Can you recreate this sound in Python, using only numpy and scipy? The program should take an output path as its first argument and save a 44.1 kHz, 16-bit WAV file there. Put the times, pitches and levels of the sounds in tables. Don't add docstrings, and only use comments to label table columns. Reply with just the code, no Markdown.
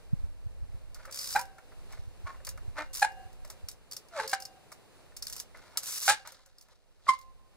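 import sys
import numpy as np
from scipy import signal
from scipy.fft import rfft, irfft, next_fast_len
from scipy.io import wavfile
from scipy.ndimage import map_coordinates

SR = 44100
rng = np.random.default_rng(int(sys.argv[2]) if len(sys.argv) > 2 else 0)


def to_wav(sig):
    pcm = np.clip(np.atleast_2d(sig), -1, 1) * 32767
    pcm = np.round(pcm).astype(np.int16)
    wavfile.write(sys.argv[1], SR, pcm.T)


N = 333616


def amp(db):
    return 10 ** (np.asarray(db) / 20)


def unit(x):
    return x / np.sqrt(np.mean(x ** 2) + 1e-20)


def along(points, hz):
    f, v = np.transpose(points)
    return np.interp(np.log(hz + 1), np.log(f + 1), v)


def curves(rows, outside=None):
    s, *cols = np.transpose(rows)
    return [np.interp(np.arange(N) / SR, s, c, outside, outside) for c in cols]


def wobble(rate):
    knots = rng.standard_normal(int(N * rate / SR) + 4)
    return map_coordinates(knots, [np.arange(N) * rate / SR])


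def filtered(x, response):
    m = next_fast_len(N + SR // 2)
    return irfft(rfft(x, m) * response(np.fft.rfftfreq(m, 1 / SR)), m)[..., :N]


def noise(spectrum):
    return unit(filtered(rng.standard_normal(N), lambda hz: amp(along(spectrum, hz))))


def ports(mid, side):
    return np.array([mid + side, mid - side])


def pair(mid_spectrum, side_spectrum, side_db):
    alike = 0.39
    white, other = rng.standard_normal((2, N))
    turned = np.sqrt(alike) * filtered(white, lambda hz: 1j) + np.sqrt(1 - alike) * other

    def colour(x, spectrum):
        return unit(filtered(x, lambda hz: amp(along(spectrum, hz))))

    return ports(colour(white, mid_spectrum), amp(side_db) * colour(turned, side_spectrum))


def decaying(strikes, t60):
    return signal.lfilter([1], [1, -amp(-60 / (t60 * SR))], strikes)


def wind():
    # time in seconds, level in dB.
    gusts = [(0.0, -40.5), (0.2, -34.5), (0.4, -44), (0.6, -37.5), (0.85, -41.5), (1.2, -53.5), (1.4, -43),
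             (1.6, -60), (2.0, -38.5), (2.6, -40.5), (2.8, -49), (3.4, -50), (4.0, -59), (5.0, -59.5),
             (5.2, -53), (5.4, -57), (6.8, -63.5), (7.56, -59.5)]
    # frequency in Hz, relative density in dB per Hz.
    buffet = [(12, -27.5), (20, 6), (87, -4), (115, -12), (157, -22), (223, -26), (474, -46.5), (500, -37),
              (650, -65.5), (1100, -120)]
    # centre in seconds, level in dB, pitch in Hz.
    eddies = [(0.136, -15, 138), (0.244, -23, 60), (0.468, -26.5, 90), (0.634, -31, 90), (0.749, -29.5, 91),
              (1.994, -31, 90), (2.078, -32, 88), (2.251, -27, 79), (2.499, -34, 80), (2.685, -27.5, 94),
              (3.263, -36, 70), (3.643, -32.5, 70)]
    lumps = amp(curves(gusts)[0]) * unit(amp(3.3 * wobble(2.9)))
    t = np.arange(N) / SR
    pops = np.zeros(N)
    for s, db, hz in eddies:
        bell = np.exp(-((t - s) * hz * 1.44) ** 2)
        pops += amp(db) * bell * np.sin(2 * np.pi * hz * (t - s))
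    side = lumps * noise(buffet) + pops
    mid = amp(-17) * lumps * noise(buffet) - amp(-20) * side
    return ports(mid, side)


def air():
    # time in seconds, level in dB before the drift.
    hum = [(0.0, -65), (0.95, -65), (1.1, -62.5), (5.52, -63), (6.09, -65), (6.49, -75.5), (7.56, -69.5)]
    # frequency in Hz, relative density in dB per Hz.
    hum_mid = [(15, -40), (25, -7.5), (70, -8), (120, -3.5), (256, -9.5), (503, -3.5), (1130, -10.5),
               (2410, -16.5), (3080, -22), (4250, -17), (5880, -24), (9570, -23.5), (12900, -30.5),
               (14000, -33.5), (15300, -24.5), (15900, -50.5)]
    hum_side = [(120, -34), (200, -6.5), (601, -11), (1300, -23.5), (1480, -35.5), (1810, -24), (2910, -17),
                (4430, -24.5), (9750, -26.5), (14300, -30.5), (16000, -50)]
    drift_db = 1.0 * wobble(9)
    level = amp(curves(hum)[0] + drift_db)
    return level * ports(amp(0.5) * noise(hum_mid), amp(-2) * noise(hum_side))


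def tyre(x):
    # centre in Hz, width in Hz, gain in dB.
    modes = [(613, 42, 1.5), (925, 100, 1.5), (1254, 170, 2), (1467, 120, 3.5), (1743, 120, 1),
             (2190, 340, -5)]

    def response(f):
        total = 0
        for k, (c, w, db) in enumerate(modes):
            total = total + (-1) ** k * amp(db) * 1j * f * w / (c * c - f * f + 1j * f * w)
        return total

    return filtered(x, response)


def scuffs():
    # start in seconds, loudest moment in seconds, level in dB, grit over it in dB,
    # t60 of the rubber's fade in seconds.
    dragged = [(0.945, 0.947, -60.5, -6.5, 1.2), (1.88, 1.92, -52.5, -6, 0.23),
               (2.25, 2.271, -46.5, -14.5, 0.16), (2.27, 2.3, -49, -20, 0.084),
               (2.755, 2.788, -32.5, -15, 0.11), (2.78, 2.801, -34.5, -41, 0.11),
               (4.11, 4.186, -39.5, -7, 0.35), (5.545, 5.545, -59.5, -8, 3.1), (6.088, 6.089, -40, 6, 0.12),
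               (6.245, 6.262, -52.5, -5, 0.24), (6.676, 6.711, -74, 5, 0.088), (6.99, 7.06, -74, 8, .1),
               (7.066, 7.085, -52, 7, .15)]
    # frequency in Hz, relative density in dB per Hz.
    grit_spectrum = [(2500, -14.5), (3400, -5), (4300, -3.5), (7000, -11), (11000, -20), (15000, -31)]
    start_db, grit_lingers = -27, 1.83
    chance = rng.random(N) < 600 / SR
    slips = decaying(chance * amp(1.5 * rng.standard_normal(N)), t60=.015) + .6
    rubber = unit(tyre(slips * rng.standard_normal(N)))
    grit = unit(slips) * pair(grit_spectrum, grit_spectrum, side_db=-0.9)
    t = np.arange(N) / SR

    def drag(start, top, t60):
        swell_db = start_db * (top - t) / (top - start)
        fade_db = -60 * (t - top) / t60
        return (t > start) * amp(np.where(t < top, swell_db, fade_db).clip(-200))

    out = 0
    for start, top, db, grit_db, t60 in dragged:
        gritty = amp(grit_db) * drag(start, top, t60 * grit_lingers) * grit
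        out = out + amp(db) * (drag(start, top, t60) * rubber + gritty)
    return out


def frame(x):
    # frequency in Hz, gain in dB, t60 in seconds.
    modes = [(532, -0.5, 0.75), (531, 4.5, 0.85), (745, 1.5, 1.6), (778, -6.5, 0.7), (1050, -23, 1.8),
             (1044, -23, 1.4), (1540, -10.5, .5), (1605, -14.5, .8), (1690, -14.5, 0.7), (2040, -25, 1.1),
             (2800, 2, .6)]

    def response(f):
        total = 0
        for c, db, t60 in modes:
            w = np.log(1000) / (np.pi * t60)
            total = total + amp(db) * 1j * f * w / (c * c - f * f + 1j * f * w)
        return total

    return filtered(x, response)


def rocks(x):
    # frequency in Hz, t60 in seconds.
    echo_t60 = [(300, 0.067), (2000, 0.24), (10000, 0.04)]
    hz, t, z = signal.stft(rng.standard_normal((2, SR // 2)), SR, nperseg=256)
    faded = z * amp(-60 * t / along(echo_t60, hz)[:, None])
    tail = signal.istft(faded, SR, nperseg=256)[1]
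    late = np.pad(x, ((0, 0), (400, 0)))
    return signal.fftconvolve(late, tail / np.linalg.norm(tail[0]), axes=1)[:, :N]


def freewheel():
    # time in seconds, level in dB.
    clicks = [(0.9453, -44.5), (1.054, -48.5), (1.1114, -44), (1.1243, -38), (1.192, -36.5),
              (1.2196, -37.5), (1.393, -32), (1.4123, -37), (1.454, -52), (1.583, -56), (1.924, -49.5),
              (2.4487, -39), (2.5094, -53.5), (2.575, -53), (2.932, -45), (3.119, -57), (3.329, -58),
              (3.4484, -48), (3.476, -54), (3.5008, -38.5), (3.6856, -34), (3.7136, -44.5), (3.9657, -35.5),
              (4.0847, -56), (4.277, -34), (4.718, -47), (4.7242, -46), (5.1658, -41), (5.169, -40),
              (5.2237, -35.5), (5.228, -37.5), (5.2525, -45.5), (5.2807, -38.5), (5.3254, -35),
              (5.393, -43), (5.5723, -55), (5.7725, -20.5), (6.2544, -70), (6.2737, -39.5), (6.321, -47),
              (6.461, -54.5), (6.5835, -53), (6.6113, -51.5), (6.6234, -56), (6.685, -65), (7.1887, -52.5),
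              (7.2132, -55)]
    # first click in seconds, last click in seconds,
    # number of clicks, slowing from 0 to 1, level in dB.
    tooth_runs = [(1.144, 1.1886, 4, 0.04, -35.5), (1.2077, 1.327, 5, 0.34, -38),
                  (1.2127, 1.337, 5, 0.05, -35), (2.4682, 2.4902, 2, 0, -34.5),
                  (2.9418, 3.0104, 4, 0.45, -36), (2.9496, 3.02, 4, 0.09, -33.5),
                  (3.9123, 3.932, 3, .25, -39.5), (4.295, 4.314, 2, 0, -34.5),
                  (4.4014, 4.4525, 3, .35, -39.5), (5.2684, 5.3997, 5, 0.1, -34.5),
                  (5.3553, 5.3806, 2, 0.02, -43), (5.824, 5.8756, 3, 0, -49)]
    # time in seconds, level in dB,
    # clicks per second before the uneven pace, ping over the rattle in dB.
    spins = [
        [(1.125, -49, 204, -0.5), (1.364, -40.5, 220, -6), (1.45, -88, 110, -2)],
        [(2.93, -45.5, 130, -20), (3.03, -43.5, 115, -7), (3.06, -55.5, 140, -12)],
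        [(4.282, -60, 85, -9), (4.3, -45, 130, -3), (4.35, -40.5, 88, 4)],
        [(5.828, -39, 190, -29), (6.079, -36.5, 240, -19), (6.1, -25.5, 433, -23)],
    ]
    # frequency in Hz, relative density in dB per Hz.
    hub_mid = [(290, -42.5), (500, -32.5), (669, -15.5), (763, -25), (1040, -6.5), (1410, -7), (2830, -12),
               (3220, -14), (3460, -5.5), (5680, 1), (12800, -4), (14000, -5), (14800, -4.5), (15500, -5),
               (16200, -34)]
    hub_side = [(290, -52.5), (500, -27), (1080, -32.5), (1830, -29.5), (2950, -8), (4570, -10),
                (5760, 0.5), (6670, -4.5), (10800, -5.5), (12500, -12), (14200, -6), (15500, -23.5),
                (16200, -52)]
    pawl = [(3900, -40.5), (4500, -1.5), (5000, 0.5), (5500, -2.5), (6300, -42.5)]
    tooth_spread_db = 1.2
    ping_at_40_db, ping_grows, ping_spread_db = -45.5, 0.96, 6.5
    snap_t60_s, hub_t60_s, hub_db, snap_rise_s = .018, 0.1, -10, .0006

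    power, ping = np.zeros((2, N + SR))
    t = np.arange(SR // 8) / SR
    strikes = list(clicks)
    for first, last, count, slowing, db in tooth_runs:
        for u in np.linspace(0, 1, round(count)):
            s = first + (last - first) * (u - slowing * u * (1 - u))
            strikes.append((s, db + tooth_spread_db * rng.standard_normal()))
    decay = amp(-120 * t / snap_t60_s) + amp(2 * hub_db - 120 * t / hub_t60_s)
    snap = decay * (1 - np.exp(-t / snap_rise_s))
    for s, db in strikes:
        ping_db = ping_at_40_db + ping_grows * (db + 40) + ping_spread_db * rng.standard_normal()
        i = round(s * SR)
        power[i:][:len(t)] += amp(2 * db) * snap
        ping[i:][:len(t)] += amp(ping_db - 60 * t / 0.028) * (1 - np.exp(-t / 0.0013))

    size, pace = amp(2.0 * rng.standard_normal(N)), amp(4.7 * wobble(60))
    for rows in spins:
        db, rate, ping_db = curves(rows, outside=-200)
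        passed = np.cumsum(np.maximum(rate, 0) * pace / SR) // 1
        teeth = np.diff(passed, prepend=0)
        whir = amp(db) * (decaying(teeth * size, t60=0.011) + 0.3)
        power[:N] += whir ** 2
        ping[:N] += amp(ping_db) * whir
    rattle = np.sqrt(power[:N]) * pair(hub_mid, hub_side, side_db=-0.5)
    return rattle + ping[:N] * pair(pawl, pawl, side_db=-7.5)


def taps():
    # time in seconds, level in dB, tone in Hz.
    blows = [(0.996, -42.5, 1383), (1.05, -36.5, 1320), (1.075, -41.5, 557), (1.092, -42.5, 616),
             (1.581, -41, 1375), (1.716, -48.5, 1365), (1.927, -40, 2250), (1.971, -47.5, 633),
             (2.343, -44, 1050), (2.4, -49.5, 590), (2.472, -26, 1250), (2.507, -56.5, 1370),
             (2.575, -36, 1256), (3.446, -43, 598), (3.499, -41.5, 840), (4.717, -34, 1193),
             (5.546, -38.5, 2070), (5.757, -38.5, 930), (5.774, -36, 1210), (6.249, -38.5, 1220),
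             (6.273, -35.5, 945), (6.319, -53.5, 534), (6.39, -55, 1033), (6.461, -63, 544),
             (6.684, -55.5, 1010), (6.717, -59, 505), (6.996, -66.5, 1300), (7.066, -29, 1144),
             (5.118, -56, 1795)]
    t60_s, halves_db = 0.042, 21.5
    tone_db, tilt_db = -0.5, -3
    puffs, tones = np.zeros((2, N + SR))
    t = np.arange(SR // 4) / SR
    for s, db, hz in blows:
        t60 = t60_s * 2 ** (-(db + 40) / halves_db)
        octaves = np.log2(hz / 1000)
        shape = amp(db - 60 * t / t60) * (1 - np.exp(-t / 0.006))
        i = round(s * SR)
        puffs[i:][:len(t)] += shape
        tones[i:][:len(t)] += amp(tone_db + tilt_db * octaves) * shape * np.sin(2 * np.pi * hz * t)
    return puffs[:N] * unit(tyre(rng.standard_normal(N))) + tones[:N]


def by_grab():
    # start in seconds, upper tone in dB, knock in dB, crack in dB, left over right of the
    # lower tone in dB, of the upper tone in dB, thud in dB, drive of the frame's ring in dB.
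    grab_rows = [(1.34, -5.5, -10, -24, -2, 2.5, -30.5, 3.5), (3.01, -3.5, -14.5, -17.5, -3, 1.5, -50, 1),
                 (4.17, 2.5, -10, -21, -2.5, -1, -45, -2.5), (4.32, 0.5, -6.5, -11, -2.5, 1.5, -38, -1),
                 (6.068, 3.5, -4.5, -5.5, -6, 0.5, -33.5, -6),
                 (7.07, -16, -27, -24.5, -4.5, 11.5, -38.5, -3.5)]
    start, *columns = np.transpose(grab_rows)
    row = np.searchsorted(start, np.arange(N) / SR) - 1
    return np.array(columns)[:, row.clip(0)]


def brake():
    # loudest moment in seconds, level in dB, lower tone in Hz,
    # upper tone in Hz, t60 in seconds.
    slip_rows = [(1.352, -28.5, 780, 1660, 0.018), (1.359, -24.5, 810, 1643, 0.011),
                 (1.364, -15.5, 825, 1586, 0.018), (1.372, -26.5, 819, 1485, 0.1),
                 (1.395, -34.5, 959.7, 1410, .07), (3.021, -24, 830, 1662, 0.066),
                 (3.029, -15.5, 811, 1616, 0.031), (3.039, -35.5, 849, 1665, 0.22),
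                 (3.05, -20.5, 863, 1593, 0.023), (4.19, -33, 911, 1698, .04),
                 (4.202, -27, 856.6, 1556, 0.047), (4.241, -39.5, 870, 1533, 0.083),
                 (4.333, -22, 788, 1609, 0.064), (6.081, -20.5, 756, 1382, 0.028),
                 (6.091, -22, 820, 1618, 0.096), (6.1, -25, 825, 1635, 0.1),
                 (6.122, -35.5, 865, 1716, 0.084), (7.084, -24.5, 1063, 2034, 0.046),
                 (7.092, -13.5, 1109, 2045, 0.013), (7.096, -14, 1052, 2090, 0.057),
                 (7.107, -26, 1029, 2124, 0.023), (7.122, -36, 1038, 2030, .03),
                 (7.138, -29, 1060, 2150, 0.054)]
    # frequency in Hz, density in dB per Hz.
    knock_spectrum = [(300, -37), (550, -3.5), (1000, -5), (1500, 4.5), (2400, -2.5), (2900, -23),
                      (3400, -35.5)]
    thud_spectrum = [(20, -1.5), (70, -3.5), (200, -3.5), (330, -10), (500, -33.5)]
    crack_spectrum = [(2300, -32), (2800, 5), (3500, 4.5), (4500, 4.5), (5700, 1), (7100, 3.5), (9500, 2.5),
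                      (12500, -17), (15000, -7), (16200, -33)]
    slip_rise_s, first_rise_s = 0.0055, 0.0027
    noise_grows = 0.85
    upper_grows, upper_lasts = 1.7, .8

    t = np.arange(N) / SR
    low, high, noisy = np.zeros((3, N))
    last = 0
    for s, db, _, _, t60 in slip_rows:
        span = slice(round((s - .02) * SR), round((s + .4) * SR))
        u = t[span] - s
        rise = slip_rise_s if s - last < .08 else first_rise_s
        last = s
        shape = np.where(u < 0, np.exp(-2 * (u / rise) ** 2), amp(-60 * u / t60))
        low[span] += amp(db) * shape
        high[span] += amp(upper_grows * (db + 20) - 20) * shape ** (1 / upper_lasts)
        noisy[span] += amp(noise_grows * (db + 20) - 20) * shape
    up_db, knock_db, crack_db, pan_db, up_pan_db, thud_db, _ = by_grab()
    up = amp(up_db) * high

    def turn(column):
        times, pitches = np.transpose(slip_rows)[[0, column]]
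        hz = np.interp(t, times, pitches)
        return 2 * np.pi * np.cumsum(hz * (1 + 0.0162 * wobble(120))) / SR

    a, b = turn(2), turn(3)
    mixed = amp(-11.5) * np.sin(a + b) + amp(-40.0) * np.sin(2 * b) + amp(-16) * np.sin(a + 2 * b)
    sides = np.array([[.5], [-.5]])
    lower = amp(pan_db * sides) * low * np.sin(a)
    upper = amp(up_pan_db * sides) * up * (np.sin(b) + mixed)
    knock = amp(knock_db) * noisy * noise(knock_spectrum)
    thud = amp(thud_db) * noisy * ports(noise(thud_spectrum), amp(3.5) * noise(thud_spectrum))
    crack = amp(crack_db) * noisy * pair(crack_spectrum, crack_spectrum, side_db=1.6)
    return lower + upper + knock + thud + crack


def groans():
    # time in seconds, pitch in Hz, level in dB,
    # overtone slope in dB per order.
    slipping = [
        [(2.25, 1073, -64, -6), (2.268, 1110, -43, -22), (2.308, 1080, -41.5, -30), (2.335, 1050, -68, -20)],
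        [(2.76, 292.6, -69.5, -0.5), (2.786, 296.4, -48.5, 4), (2.815, 299.5, -56, 4.5), (2.86, 291, -70.5, -2)],
        [(4.11, 717, -68, 2), (4.16, 639, -34.5, -16), (4.2, 539, -43, 0.5)],
        [(4.19, 431.4, -74, -9), (4.202, 438, -46, -11), (4.27, 442.6, -53, -6)],
        [(4.22, 521.5, -42.5, -8), (4.28, 531.4, -54.5, -8), (4.32, 544.5, -63, 6), (4.33, 550, -37, -13)],
    ]
    out = np.zeros(N)
    for rows in slipping:
        hz, _, slope_db = curves(rows)
        db = curves(rows, outside=-200)[1]
        phase = 2 * np.pi * np.cumsum(hz * (1 + 0.0156 * wobble(70))) / SR
        level = amp(db + 4.2 * wobble(60))
        for k in range(8):
            out += level * amp(k * slope_db - 0.66 * k * k) * np.sin((k + 1) * phase)
    return out


def scene():
    grabs = brake()
    drags = scuffs() + groans() + taps()
    shaking = amp(by_grab()[-1]) * (grabs + amp(5.0) * drags)
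    ring = amp(4.1 * wobble(35)) * frame(shaking)
    bicycle = freewheel() + grabs + drags + ring
    return bicycle + amp(-16) * rocks(bicycle) + wind() + air()


def record(dry):
    # centre in Hz, width in Hz, depth in dB.
    dips = [(3280, 380, -3), (14280, 500, -8.5)]
    mid, side = (dry[0] + dry[1]) / 2, (dry[0] - dry[1]) / 2
    mid = filtered(mid, lambda hz: amp(sum(db * np.exp(-((hz - c) / w) ** 2) for c, w, db in dips)))
    return filtered(ports(mid, side), lambda hz: hz < 16500)


dry = scene()
out = record(dry)
to_wav(out)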